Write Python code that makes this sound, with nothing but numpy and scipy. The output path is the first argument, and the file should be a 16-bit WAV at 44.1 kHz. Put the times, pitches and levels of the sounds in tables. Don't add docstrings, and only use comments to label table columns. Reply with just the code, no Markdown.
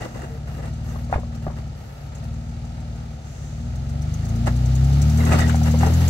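import sys
import numpy as np
from scipy import signal
from scipy.fft import rfft, irfft, next_fast_len
from scipy.io import wavfile
from scipy.ndimage import uniform_filter1d

SR = 44100
rng = np.random.default_rng(int(sys.argv[2]) if len(sys.argv) > 2 else 0)


def store_pcm(level_fs):
    pcm = np.round(np.clip(level_fs, -1, 1) * 32767).astype(np.int16)
    wavfile.write(sys.argv[1], SR, np.atleast_2d(pcm).T)


def decibels_to_gain(level_db):
    exponent = np.asarray(level_db, float) / 20
    return 10 ** exponent


N = 268569

# time in seconds, firing rate of one bank in Hz.
BANK_SPEED = [(0.0, 16.17), (0.15, 16.57), (0.7, 19.09), (1.15, 19.8), (1.35, 18.96), (1.55, 18.67),
              (1.9, 17.2), (2.28, 19.06), (2.66, 19.59), (3.04, 19.21), (3.38, 17.37), (3.55, 18.71),
              (4.44, 29.57), (4.78, 32.47), (5.21, 39.46), (5.41, 39.64), (5.7, 38.44), (6.09, 43.2)]
# time in seconds, exhaust level in dB.
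ENGINE_LOAD = [(0.0, -39), (0.3, -32), (0.7, -28), (1.1, -28), (1.73, -30.5), (1.85, -41), (2.17, -31.5),
               (2.31, -28), (2.63, -31), (3.02, -30.5), (3.34, -35.5), (3.44, -31), (3.88, -24.5),
               (4.22, -23), (4.44, -19.5), (4.9, -14.5), (5.4, -16), (6.09, -15)]
# frequency in Hz, gain in dB.
TAIL_PIPE = [(25, -45), (42, -14), (62, 0), (80, 0), (94, -6), (118, -1), (138, 1), (156, -4), (188, -21),
             (212, -22), (237, -8), (258, -24), (292, -38), (1000, -70)]
# frequency in Hz, gain in dB.
CROSSOVER_PIPE = [(24, -45), (42, -25), (50, -6), (58, 0), (70, 2), (97, -12), (118, -5), (137, -9),
                  (160, -15), (205, -23), (242, -14), (270, -34), (350, -27), (420, -46), (1000, -70)]
# frequency in Hz, density in dB per Hz.
BLOCK_COLOUR = [(30, 1), (60, 16), (150, 14.5), (250, 4.5), (380, -5), (550, -0.5), (750, 1), (900, -5.5),
                (1050, -22.5), (1300, -5.5), (1600, -16.5), (2000, -22), (2600, -17.5), (4000, -58)]
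# frequency in Hz, density in dB per Hz.
VALVE_COLOUR = [(1290, -22), (2200, 1), (2680, -7.0), (2900, 4.0), (3240, 0.5), (3590, 2), (4740, 1),
                (5320, -2.0), (6250, -13), (7390, -16.0), (10300, -16.5), (11400, -15), (12600, -27),
                (16400, -46), (22000, -120)][:-2] + [(14800, -13), (16000, -25)]
# start in seconds, peak in dB, ring in Hz.
RATTLES = [
    (0.655, -35, 3400),
    (0.68, -41, 3700),
    (1.1104, -39, 6400),
    (1.3493, -36.5, 5240),
    (2.1495, -36.5, 6620),
    (2.2394, -37.5, 5310),
    (4.2874, -30.5, 6360),
    (5.0165, -21, 6180),
    (5.387, -16, 5130),
    (5.4907, -24.5, 6820),
]
# middle in seconds, length in seconds, level in dB.
BELT_SLIPS = [
    (0, 0.6, -61),
    (.9, 0.12, -62),
    (3.44, 0.52, -60),
]
# frequency in Hz, density in dB per Hz.
GRIT_COLOUR = [(160, -38.5), (280, 5.5), (403, 0), (679, 0), (1100, -9.5), (1180, -5), (1720, -9),
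               (1960, -7.5), (2400, -31.5), (2780, -7.5), (3070, -32), (6350, -25), (9000, -28.5),
               (11700, -62), (19800, -120)]
# start in seconds, hold in seconds, grit in dB, dust in dB.
TREAD_SCRUBS = [(0.01, 0.044, -34.5, -54), (0.06, 0.31, -46, -61), (0.147, 0.097, -42.5, -62),
                (0.475, 0.12, -44, -61), (0.627, 0.06, -43.5, -64), (0.846, 0.17, -45.5, -56),
                (1.116, 0.032, -40.5, -60), (1.328, 0.033, -45.5, -73), (1.425, 0.043, -46, -61),
                (1.567, 0.028, -45, -63), (1.76, 0.31, -52, -61), (2.123, 0.16, -51, -69),
                (3.25, .35, -52, -67), (4.47, 0.0061, -28, -48), (5.186, 0.07, -37, -49),
                (5.265, 0.067, -30.5, -46), (5.318, 0.044, -25.5, -44), (5.381, 0.051, -27, -43),
                (5.46, 0.034, -34, -48), (5.658, 0.023, -34, -44), (5.806, 0.077, -30.5, -46)]
# start in seconds, end in seconds, pitch in Hz, level in dB.
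RUBBER_CREAK = (.29, .385, 452, -46)
# start in seconds, peak in dB, ring in Hz, left minus right in dB.
STONE_KNOCKS = [(0.059, -22, 526, 6), (0.157, -24, 490, 10), (1.126, -5.5, 736, 2.5),
                (1.139, -15.5, 865, -12), (1.159, -14.5, 610, 7), (1.232, -26.5, 585, 10),
                (1.466, -14.5, 619, 1), (1.472, -20, 308, 1), (1.479, -20.5, 720, 2), (5.878, -17, 313, 8),
                (5.265, -25, 447, 12), (5.418, -17, 1930, -9), (5.544, -14, 763, 4), (5.615, -22, 740, 8),
                (5.869, -16, 766, 1), (5.832, -8, 800, 0)]
# start in seconds, peak in dB, ring in Hz, left minus right in dB.
STONE_CRUNCHES = [(0.018, -31, 700, 5), (0.233, -26.5, 370, 7), (0.589, -35, 560, 19), (0.906, -38, 651, 6),
                  (0.956, -29.5, 596, 12), (1.097, -25.5, 596, 0), (1.179, -20.5, 456, 3),
                  (1.499, -26.5, 590, 6), (2.78, -40, 810, 4.5), (4.474, -15.5, 744, -2),
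                  (5.204, -25, 517, 12), (5.319, -16, 1284, -11), (5.387, -22, 842, -5),
                  (5.495, -18, 1537, 8.5), (1.135, -23, 1293, 1), (5.74, -16.5, 504, 3),
                  (5.808, -30, 560, 7), (5.867, -15.5, 420, 11), (5.899, -20.5, 360, 10)]
# start in seconds, peak in dB, ring in Hz, left minus right in dB.
ROCK_SLIPS = [(0.0228, -37, 1950, -11), (1.15, -36, 1235, 4), (1.468, -53, 1310, 14),
              (5.2036, -27.5, 2050, -5), (5.2646, -27, 1306, 0), (5.3186, -19.5, 1310, 1),
              (5.3394, -20, 1170, 1), (5.3852, -27, 1290, 13), (5.262, -31, 1970, -7),
              (5.32, -26, 2000, -9), (5.332, -19, 700, 0), (5.392, -21, 1530, 11), (5.3994, -24, 1943, -5),
              (5.4394, -27, 1890, -7)]
# decay in seconds, chips in dB.
KNOCK_KIND = (.023, -15)
CRUNCH_KIND = (0.027, -1.8)
SLIP_KIND = (0.053, -6)
# start in seconds, peak in dB, pitch in Hz, decay in seconds.
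BOULDER_THUMPS = [
    (1.158, -6, 79.4, 0.053),
    (1.485, -22, 75, .08),
]
# frequency in Hz, share in dB.
PORT_WIDTH = [(100, -24.5), (300, -0.5), (800, 0.5), (2000, 5.5), (4000, 2.5), (8000, 10), (11000, 3.5),
              (16000, 3)]
# frequency in Hz, lead in samples.
PORT_LEAD = [(60, 11), (125, 9), (300, 12), (900, 7), (1200, 7), (1700, 22), (16000, 22)]
# frequency in Hz, gain in dB.
PORT_COLOUR = [(12900, 0), (13400, -8), (13700, -32), (14050, -32), (14350, -3), (15750, -3), (16000, -70)]

CRAWL_HZ = 18
BLOCK_DB, BLOCK_DB_PER_HZ = -46.5, 0.4544
VALVE_DB, VALVE_DB_PER_HZ = -59, 0.6957
BELT_DB, BELT_DB_PER_HZ = -67.5, 0.6581
ROLL_DB, ROLL_DB_PER_HZ = -54, 0.5823
DUST_DB, DUST_DB_PER_HZ = -74.5, 1.31
TICK_DB, TICK_DB_PER_HZ = -36, 0.55
TICK_HZ, TICK_SPREAD_DB = 6160, 1.8
TICK_PHASE = 0.31
TICK_FROM_HZ, TICK_MUTE_DB_PER_HZ = 21, 4
SCRUB_ATTACK_S, SCRUB_RELEASE_S = 0.005, 0.022
SHAKE_DB, RASP_DB = -2, -16
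FIRST_FIRING = 0.4
DRONE_HZ, DRONE_WIDTH_HZ, DRONE_DB = 231.83, 15.5, -9
THUD_BELOW_HZ = 690
LEFT_DB = 1.4


def unit(x):
    return x / np.sqrt(np.mean(x ** 2))


def columns(table):
    s, *rest = np.transpose(table)
    return [np.interp(np.arange(N) / SR, s, c) for c in rest]


def colour(x, points):
    size = next_fast_len(N + SR)
    hz, db = np.transpose(points)
    axis = np.log(np.maximum(np.fft.rfftfreq(size, 1 / SR), 1))
    log_gain = np.interp(axis, np.log(hz), db) * np.log(10) / 20
    ceps = irfft(log_gain, size)
    ceps[1:size // 2] *= 2
    ceps[size // 2 + 1:] = 0
    return irfft(rfft(x, size) * np.exp(rfft(ceps)), size)[..., :N]


def walk(rate):
    k = int(SR / rate)
    held = np.repeat(rng.standard_normal(N // k + 1), k)
    return unit(uniform_filter1d(uniform_filter1d(held, k), k)[:N])


def add(track, s, x):
    i = int(s * SR)
    x = x[..., :N - i]
    track[..., i:i + x.shape[-1]] += x


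def hiss():
    return rng.standard_normal((3, N))


def lag(x):
    size = next_fast_len(N + SR)
    f = np.fft.rfftfreq(size, 1 / SR)
    hz, lead = np.transpose(PORT_LEAD)
    samples = np.interp(np.log(f + 1), np.log(hz), lead)
    return irfft(rfft(x, size) * np.exp(-2j * np.pi * f / SR * samples), size)[:N]


def ports(x):
    return np.array([x * decibels_to_gain(LEFT_DB / 2), lag(x) * decibels_to_gain(-LEFT_DB / 2)])


def spread(x):
    return ports(x[0]) + colour(x[1:], PORT_WIDTH)


def scatter(x, length_s, delay_s):
    t = np.arange(int(4 * length_s * SR)) / SR
    tail = rng.standard_normal((2, len(t))) * np.exp(-t / length_s) * (t > delay_s)
    tail /= np.sqrt(np.sum(tail ** 2, axis=1, keepdims=True))
    smear = signal.fftconvolve(x * np.ones((2, 1)), tail, axes=1)[:, :N]
    return colour(smear, PORT_WIDTH)


def with_speed(db, db_per_hz):
    return db + db_per_hz * (columns(BANK_SPEED)[0] - CRAWL_HZ)


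def belt():
    t = np.arange(N) / SR
    gain = decibels_to_gain(with_speed(BELT_DB, BELT_DB_PER_HZ))
    for s, length_s, db in BELT_SLIPS:
        gain = np.hypot(gain, decibels_to_gain(db) * np.exp(-((t - s) / length_s * 2) ** 2))
    band = [(4200, -17), (5600, -14), (6300, -8), (7000, -12.5), (9000, -27.5)]  # (Hz, dB)
    return unit(colour(hiss() * decibels_to_gain(0.84 * walk(20)), band)) * gain


def scrubs():
    t = np.arange(N) / SR
    gains = decibels_to_gain([with_speed(ROLL_DB, ROLL_DB_PER_HZ), with_speed(DUST_DB, DUST_DB_PER_HZ)])
    for s, hold_s, grit_db, dust_db in TREAD_SCRUBS:
        attack = np.minimum((t - s) / SCRUB_ATTACK_S, 0)
        release = np.maximum((t - s - hold_s) / SCRUB_RELEASE_S, 0)
        gains = np.hypot(gains, decibels_to_gain([[grit_db], [dust_db]]) * np.exp(attack - release))
    return gains


def tyres():
    grind_db, dust_db = 20 * np.log10(scrubs())
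    slip_db = np.interp(grind_db, [-55, -35], [1.2, 2.6])
    grains = (rng.random(N) < 2500 / SR) * hiss() * decibels_to_gain(1.7 * rng.exponential(size=N))
    grit = unit(colour(grains * decibels_to_gain(slip_db * walk(28)), GRIT_COLOUR)) * decibels_to_gain(grind_db - 4.5)
    dust_band = [(8000, -47), (10400, -9), (11500, 9.5), (12900, -11), (16000, 3.5)]  # (Hz, dB)
    dust = unit(colour(hiss() * decibels_to_gain(1.4 * walk(8.2)), dust_band)) * decibels_to_gain(dust_db - 4)
    start_s, end_s, hz, db = RUBBER_CREAK
    t = np.arange(int((end_s - start_s) * SR)) / SR
    add(grit, start_s, decibels_to_gain(db) * np.sin(2 * np.pi * hz * t) * signal.windows.tukey(len(t), 0.4))
    return grit + dust


def stones():
    out, t = np.zeros((2, N)), np.arange(SR // 5) / SR
    for s, db, hz, t60 in BOULDER_THUMPS:
        add(out, s, -decibels_to_gain(db) * np.sin(2 * np.pi * hz * t) * np.exp(-np.log(1000) * t / t60))
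    kinds = (STONE_KNOCKS, KNOCK_KIND), (STONE_CRUNCHES, CRUNCH_KIND), (ROCK_SLIPS, SLIP_KIND)
    for table, (t60, chips_db) in kinds:
        for s, db, hz, pan_db in table:
            fade = np.exp(-np.log(1000) * t / max(t60, 0.005)) * np.minimum(t / 0.0016, 1)
            ring = np.sin(2 * np.pi * hz * t)
            ring += 0.32 * np.sin(2 * np.pi * 1.9 * hz * t) + 0.072 * np.sin(2 * np.pi * 2.7 * hz * t)
            band = signal.butter(3, [260, min(2.02 * hz, 2800)], "band", fs=SR, output="sos")
            chips = unit(signal.sosfilt(band, rng.standard_normal(len(t))))
            chips *= np.exp(-t / 0.012) * np.minimum(t / 0.007, 1)
            thud = 0.5 * (hz < THUD_BELOW_HZ) * np.sin(2 * np.pi * 140 * t) * np.exp(-t / 0.0078)
            hit = ring * fade + decibels_to_gain(chips_db - 7.5) * chips + thud
            add(out, s, decibels_to_gain(db + np.array([[pan_db], [-pan_db]]) / 2) * hit)
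    return out


def tappet():
    out, t = np.zeros(N), np.arange(1500) / SR
    bank_hz, = columns(BANK_SPEED)
    cycle = np.cumsum(bank_hz / 3 / SR) - TICK_PHASE
    at = np.flatnonzero(np.diff(np.floor(cycle))) + 1
    chance = rng.standard_normal((len(at), 2))
    tick_db = with_speed(TICK_DB, TICK_DB_PER_HZ)[at] + TICK_SPREAD_DB * chance[:, 0]
    tick_db -= TICK_MUTE_DB_PER_HZ * np.maximum(TICK_FROM_HZ - bank_hz[at], 0)
    tick_hz = TICK_HZ * (1 + 0.047 * chance[:, 1])
    for s, db, hz in list(RATTLES) + list(zip(at / SR, tick_db, tick_hz)):
        burst = rng.standard_normal((2, len(t))) * np.exp(-t / 0.004) * np.minimum(t / 0.0004, 1)
        ring = signal.lfilter(*signal.iirpeak(hz, 7, fs=SR), burst[0])
        crack = signal.lfilter([1, -1], [1], burst[1])
        add(out, s, decibels_to_gain(db - 5.5) * (2.2 * ring + 0.28 * crack))
    return out


def engine_noise(puff):
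    scrub = scrubs()[0]
    block_gain = np.hypot(decibels_to_gain(with_speed(BLOCK_DB, BLOCK_DB_PER_HZ)), decibels_to_gain(SHAKE_DB) * scrub)
    valve_gain = np.hypot(decibels_to_gain(with_speed(VALVE_DB, VALVE_DB_PER_HZ)), decibels_to_gain(RASP_DB) * scrub)
    block = colour(hiss() * (4.7 + puff) * decibels_to_gain(0.6 * walk(14)), BLOCK_COLOUR)
    chatter = hiss() * decibels_to_gain(1.65 * rng.exponential(size=N))
    valves = colour(chatter * (0.43 + puff) * decibels_to_gain(0.47 * walk(11)), VALVE_COLOUR)
    return unit(block) * block_gain * decibels_to_gain(4) + unit(valves) * valve_gain * decibels_to_gain(-3.5)


def firings():
    bank_hz, = columns(BANK_SPEED)
    count = np.cumsum(2 * bank_hz / SR) + FIRST_FIRING
    at = np.flatnonzero(np.diff(np.floor(count))) + 1
    chance = rng.standard_normal((len(at), 2))
    cylinder_db = np.array([0, 0.3, -0.4, 0, 0.3, -0.3])[np.arange(len(at)) % 6]
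    jitter = (3 * chance[:, 1]).astype(int)
    pulses = np.zeros(N)
    pulses[np.clip(at + jitter, 0, N - 1)] = decibels_to_gain(cylinder_db + chance[:, 0])
    bank = (-1) ** np.cumsum(pulses > 0)
    return pulses, pulses * bank, np.exp(-(count % 1) / 1.05)


def silencer(x, hz, width_hz):
    w, d = 2 * np.pi * hz, 2 * np.pi * width_hz
    return signal.lfilter(*signal.bilinear([1, -d, w * w], [1, d, w * w], SR), x)


def exhaust(pulses, opposed):
    boom = -silencer(colour(pulses, TAIL_PIPE), 170, 90)
    boom -= silencer(colour(opposed, CROSSOVER_PIPE), 85, 90)
    peak = signal.iirpeak(DRONE_HZ, DRONE_HZ / DRONE_WIDTH_HZ, fs=SR)
    drone = signal.lfilter(*peak, signal.lfilter(*peak, pulses + 0.26 * opposed))
    boom += decibels_to_gain(DRONE_DB + 2 * walk(5.9)) * drone
    boom /= np.sqrt(uniform_filter1d(uniform_filter1d(boom ** 2, SR // 8), SR // 8))
    exhaust_db, = columns(ENGINE_LOAD)
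    return boom * decibels_to_gain(exhaust_db)


def scene():
    pulses, opposed, puff = firings()
    noises = belt() + tyres() + engine_noise(puff)
    rock = stones()
    rock[1] = lag(rock[1])
    ticks = tappet()
    direct = ports(exhaust(pulses, opposed) + ticks)
    echoes = decibels_to_gain(-3) * scatter(ticks, 0.01, 0.001) + decibels_to_gain(-11) * scatter(rock, 0.02, 0.003)
    return direct + spread(noises) + rock + echoes


def low_pass(x):
    return signal.sosfilt(signal.butter(12, 17100, fs=SR, output="sos"), x)


def record(dry):
    mix = colour(dry, PORT_COLOUR)
    return low_pass(mix)


dry = scene()
out = record(dry)
store_pcm(out)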